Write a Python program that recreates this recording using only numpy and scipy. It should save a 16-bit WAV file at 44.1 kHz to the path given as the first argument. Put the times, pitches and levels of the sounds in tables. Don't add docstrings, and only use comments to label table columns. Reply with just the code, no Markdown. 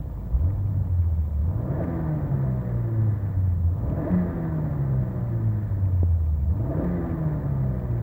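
import sys
import numpy as np
from scipy.fft import rfft, irfft, next_fast_len
from scipy.io import wavfile
from scipy.ndimage import uniform_filter1d, map_coordinates

SR = 44100
rng = np.random.default_rng(int(sys.argv[2]) if len(sys.argv) > 2 else 0)


def unload_audio(sound):
    columns = np.transpose(np.atleast_2d(sound))
    steps = np.round(np.clip(columns, -1, 1) * 32767)
    wavfile.write(sys.argv[1], SR, steps.astype(np.int16))


N = 353682

# pedal down and pedal up in seconds, top firing rate in Hz,
# hang at the top in seconds, overrun after release from 0 to 1, roar level in dB, tick level in dB.
PEDAL_PUSHES = [(.32, .505, 98.8, .175, 0, -45, -54), (1.42, 1.84, 170.5, .02, 1, -28.5, -47),
                (3.69, 4.117, 180.5, .06, .8, -28.5, -47), (6.48, 6.845, 176.5, .085, .85, -28, -47)]
# centre in Hz, width in Hz, boost or cut in dB.
PANEL_MODES = [(453, 20, -0.5), (492, 100, 4), (549, 12, -10), (548, 22, 6), (660, 9.5, 3.5), (894, 29, 4),
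               (1008, 56, 4.5), (1066, 46, -2), (1196, 47, 6.5)]
IDLE_HZ, CATCH_HZ, KNEE_HZ = 52, 73, 129


def amp(db):
    return 10 ** (np.asarray(db) / 20)


def unit(x):
    return x / np.sqrt(np.mean(x ** 2) + 1e-20)


def clock():
    return np.arange(N) / SR


def along(points, hz):
    point_hz, values = np.transpose(points)
    return np.interp(np.log(hz + 1), np.log(point_hz + 1), values)


def wobble(rate):
    return map_coordinates(rng.standard_normal(int(N * rate / SR) + 4), [clock() * rate])


def filtered(x, response):
    size = next_fast_len(N + SR // 2)
    return irfft(rfft(x, size) * response(np.fft.rfftfreq(size, 1 / SR)), size)[:N]


def noise(spectrum):
    return unit(filtered(rng.standard_normal(N), lambda hz: amp(along(spectrum, hz))))


def bursts(firings, sharpness, scatter_db):
    count = firings.astype(int)
    size = amp(scatter_db * rng.standard_normal(2048))[count % 2048]
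    return size * np.exp(-sharpness * (firings - count)) * rng.standard_normal(N)


def bulkhead(x, spectrum, modes):
    def response(hz):
        ringing_db = sum(db / (1 + (2 * (hz - centre) / width) ** 2) for centre, width, db in modes)
        return amp(along(spectrum, hz) + ringing_db)
    return unit(filtered(x, response))


def engine_speed():
    fast_sag, slow_sag = 65, 39
    t = clock()
    hz = np.full(N, float(IDLE_HZ))
    for down, up, top, hang, *_ in PEDAL_PUSHES:
        fall_s = up + hang
        knee_s = fall_s + max(top - KNEE_HZ, 0) / fast_sag
        rev = np.interp(t, [down, up], [hz[int(down * SR)], top])
        sag = fast_sag * (np.clip(t, fall_s, knee_s) - fall_s) + slow_sag * np.maximum(t - knee_s, 0)
        hz = np.where(t < down, hz, rev - np.minimum(sag, top - CATCH_HZ))
    return uniform_filter1d(hz, size=SR // 30)


def fuelling(firing_hz):
    fuel_back_hz, fuel_off_hz = 82.5, 100
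    t = clock()
    pull, coast = np.full(N, .5), np.zeros(N)
    for down, up, _, _, overrun, _, _ in PEDAL_PUSHES:
        pull = np.where(t < down, pull, t < up)
        coast = np.where(t < down, coast, (t > up) * overrun)
    coast *= np.interp(firing_hz, [fuel_back_hz, fuel_off_hz], [0, 1])
    return uniform_filter1d(pull, size=SR // 10), uniform_filter1d(coast, size=SR // 10)


def cabin_boom(firings, firing_hz, pull):
    # firing rate in Hz, relative level in dB.
    cabin_response = [(52, -35.5), (59, -17), (73, -26), (85, -21), (91, -24.5), (96, -24.5), (101.5, -30),
                      (108, -22), (118, -27), (123, -34), (128, -25), (138, -25), (144, -30.5),
                      (153, -25.5), (160, -29), (170, -37.5), (176, -26.5), (180.5, -21)]
    fast = np.interp(firing_hz, [CATCH_HZ, KNEE_HZ], [0, 1])
    cancel_db = -4 * pull * fast
    chug_db = 2.5 * (1 - fast) * wobble(rate=26)
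    uneven_db = 1.3 * wobble(rate=44)
    level = amp(along(cabin_response, firing_hz) + 3.5 + cancel_db + chug_db + uneven_db)
    return level * np.sin(2 * np.pi * firings + .033 * wobble(rate=33))


def crank_orders(firings, firing_hz, block_db, coast):
    # order in cycles per turn, centre in Hz, width in Hz, relative level in dB.
    crossings = [(1, 62, 12, -37.5), (1, 86, 16, -35), (3, 120, 30, -39), (3, 190, 32, -35),
                 (3, 253, 22, -37), (4, 186, 16, -45), (4, 217, 16, -37.5), (4, 298, 30, -42),
                 (4, 342, 50, -38.5), (5, 340, 40, -46), (5, 435, 40, -48), (6, 282, 20, -44),
                 (6, 336, 38, -42), (6, 385, 30, -51), (6, 508, 50, -48), (7, 625, 45, -46),
                 (8, 490, 40, -51), (8, 615, 80, -47), (9, 590, 50, -57), (9, 748, 45, -51.5),
                 (10, 620, 110, -49), (12, 900, 200, -60), (14, 1180, 130, -58), (19, 1500, 700, -65)]
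    turns, crank_hz = firings / 2, firing_hz / 2
    tones = np.zeros(N)
    for order in sorted({row[0] for row in crossings}):
        swell = sum(amp(db) / (1 + (1.5 * (order * crank_hz - hz) / width) ** 2) ** 1.5
                    for row_order, hz, width, db in crossings if row_order == order)
        phase = 2 * np.pi * (order * turns + rng.random()) + .3 * wobble(rate=24)
        tones += swell * amp(2.2 * wobble(rate=34)) * np.sin(phase)
    return tones * amp(.14 * (block_db + 39) + 4 * coast)


def combustion_roar(firings):
    # frequency in Hz, relative level in dB.
    roar_colour = [(80, -18.5), (125, -7.5), (165, 3), (200, -7.5), (250, -8.5), (290, 5), (335, -5),
                   (390, -13), (500, -12.5), (660, -5), (760, -37.5), (1500, -39), (3000, -69.5),
                   (8000, -120)]
    lead_s, crest_s, fall_s = .023, .035, .1
    load = np.zeros(N)
    for down, up, *_, roar_db, _ in PEDAL_PUSHES:
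        swell = np.interp(clock(), [down - lead_s, up - crest_s, up + fall_s], [0, 1, 0])
        load += amp(roar_db) * swell ** 1.9
    blows = bursts(firings, sharpness=.7, scatter_db=-2.5)
    return load * bulkhead(blows, roar_colour, PANEL_MODES)


def machinery(firings, octaves, pull, coast, block_db):
    # frequency in Hz, relative level in dB.
    block_colour = [(100, -12.5), (200, 2.5), (260, 0.5), (330, -0.5), (410, -6.5), (650, -5), (780, -10),
                    (1000, -12.5), (1300, -19.5), (2000, -34.5), (4000, -60), (9000, -120)]
    gear_colour = [(150, -7.5), (240, 16.5), (350, 16.5), (440, 2.5), (640, 1.5), (900, -2.5), (1200, -1),
                   (1450, -1), (1850, -1.5), (2100, -9.5), (2400, -15), (2800, -25.5), (3600, -25.5),
                   (5000, -37), (9000, -60), (14000, -120)]
    injector_colour = [(1500, -14), (2000, -3.5), (2280, 9), (2600, -3.5), (3000, -2.5), (3600, -13),
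                       (4800, -15.5), (8000, -22), (14000, -32)]
    # centre in Hz, width in Hz, boost or cut in dB.
    head_modes = [(1524, 45, 7), (1724, 55, 8), (1842, 55, 4.5), (1925, 35, -4), (1984, 36, 11)]
    whirr = amp(-44.5 + 24.5 * octaves + 2.5 * pull)
    ticking, slack = amp(-60), amp(-48.5) * coast
    gear_level = np.sqrt(whirr ** 2 + ticking ** 2 + slack ** 2)
    block = bursts(firings, sharpness=.87, scatter_db=.5)
    gear = bursts(firings, sharpness=.18, scatter_db=1.46)
    injectors = bursts(firings, sharpness=1, scatter_db=5)
    return (amp(block_db) * bulkhead(block, block_colour, PANEL_MODES)
            + gear_level * bulkhead(gear, gear_colour, PANEL_MODES + head_modes)
            + amp(-76) * bulkhead(injectors, injector_colour, head_modes))


def body_rumble(shake_db):
    # frequency in Hz, relative level in dB.
    shake_colour = [(10, -36), (25, -19), (42, -2), (60, 2.5), (80, 2.5), (108, 4), (140, 0.5), (185, -5),
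                    (240, -15), (330, -24), (600, -69.5), (2000, -120)]
    # crest in seconds, level in dB, fade time in seconds.
    crest_s, lurch_db, fade_s = (.36, -30, .4)
    lurch_colour = [(12, -13), (25, 2.5), (55, 18), (80, -3.5), (160, -54.5), (600, -120)]
    since = clock() - crest_s
    lurch = amp(lurch_db) * np.exp(-np.maximum(since / fade_s, -since / .08))
    return amp(shake_db) * noise(shake_colour) + lurch * noise(lurch_colour)


def pedal_ticks():
    colour = [(300, -6.5), (900, -3), (1900, 6), (3000, -12.5), (5000, -29), (11000, -22), (14000, -38)]
    ticks = sum(amp(db) * np.exp(-np.abs(clock() - up) / .004) for _, up, *_, db in PEDAL_PUSHES)
    return ticks * noise(colour)


def soft_bump():
    # crest in seconds, height before filtering in dB, rise and fall in seconds.
    bumps = [(6.0325, -10.5, .00033, .0008)]
    t = clock()
    push = sum(amp(db) * np.exp(-.5 * ((t - crest) / np.where(t < crest, rise, fall)) ** 2)
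               for crest, db, rise, fall in bumps)
    return filtered(push, lambda hz: 1 / (1 + (hz / 1000) ** 6) * hz / (hz + 60))


def electronic_hiss():
    # frequency in Hz, relative level in dB.
    hiss_colour = [(1000, -0.5), (4500, -4.5), (6650, -4.5), (7500, 1), (8800, -8), (10200, -2),
                   (11500, -8.5), (13200, 0.5), (13700, -4), (14300, -4.5), (15800, 1.5)]
    buzz_colour = [(2500, -24.5), (3200, 3.5), (4000, 1), (4800, -7), (8000, -23.5), (14000, -30.5)]
    cycle = 60 * clock() % 1
    buzz = unit(np.exp(-5.5 * cycle)) * noise(buzz_colour)
    chop = unit(np.where((cycle + .83) % 1 < .75, 1, .2))
    whistle = noise([(13500, -42.5), (14300, -15.5), (14900, -7), (15250, .5), (15550, -7), (15800, -5)])
    return amp(-69) * noise(hiss_colour) + amp(-81.5) * buzz + amp(-61) * whistle * chop


def scene():
    firing_hz = engine_speed()
    waver = 1 + .003 * wobble(rate=26)
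    firings = np.cumsum(firing_hz * waver) / SR
    pull, coast = fuelling(firing_hz)
    octaves = np.log2(np.maximum(firing_hz, CATCH_HZ) / 170)
    block_db = -38.5 + 8.5 * octaves + 3 * pull + 1.2 * coast
    lumps_db = 1.3 * wobble(rate=9)
    shake_db = -31 + 1.5 * octaves + 1.8 * pull + lumps_db
    tones = cabin_boom(firings, firing_hz, pull) + crank_orders(firings, firing_hz, block_db, coast)
    clatter = combustion_roar(firings) + machinery(firings, octaves, pull, coast, block_db)
    return (tones + clatter + body_rumble(shake_db) + pedal_ticks() + soft_bump())[None]


def record(dry):
    fade_s, top_hz = .004, 15800
    edges = np.clip(np.minimum(clock(), clock()[::-1]) / fade_s, 0, 1)
    return filtered(dry[0] * edges + electronic_hiss(), lambda hz: hz < top_hz)[None]


dry = scene()
out = record(dry)
unload_audio(out)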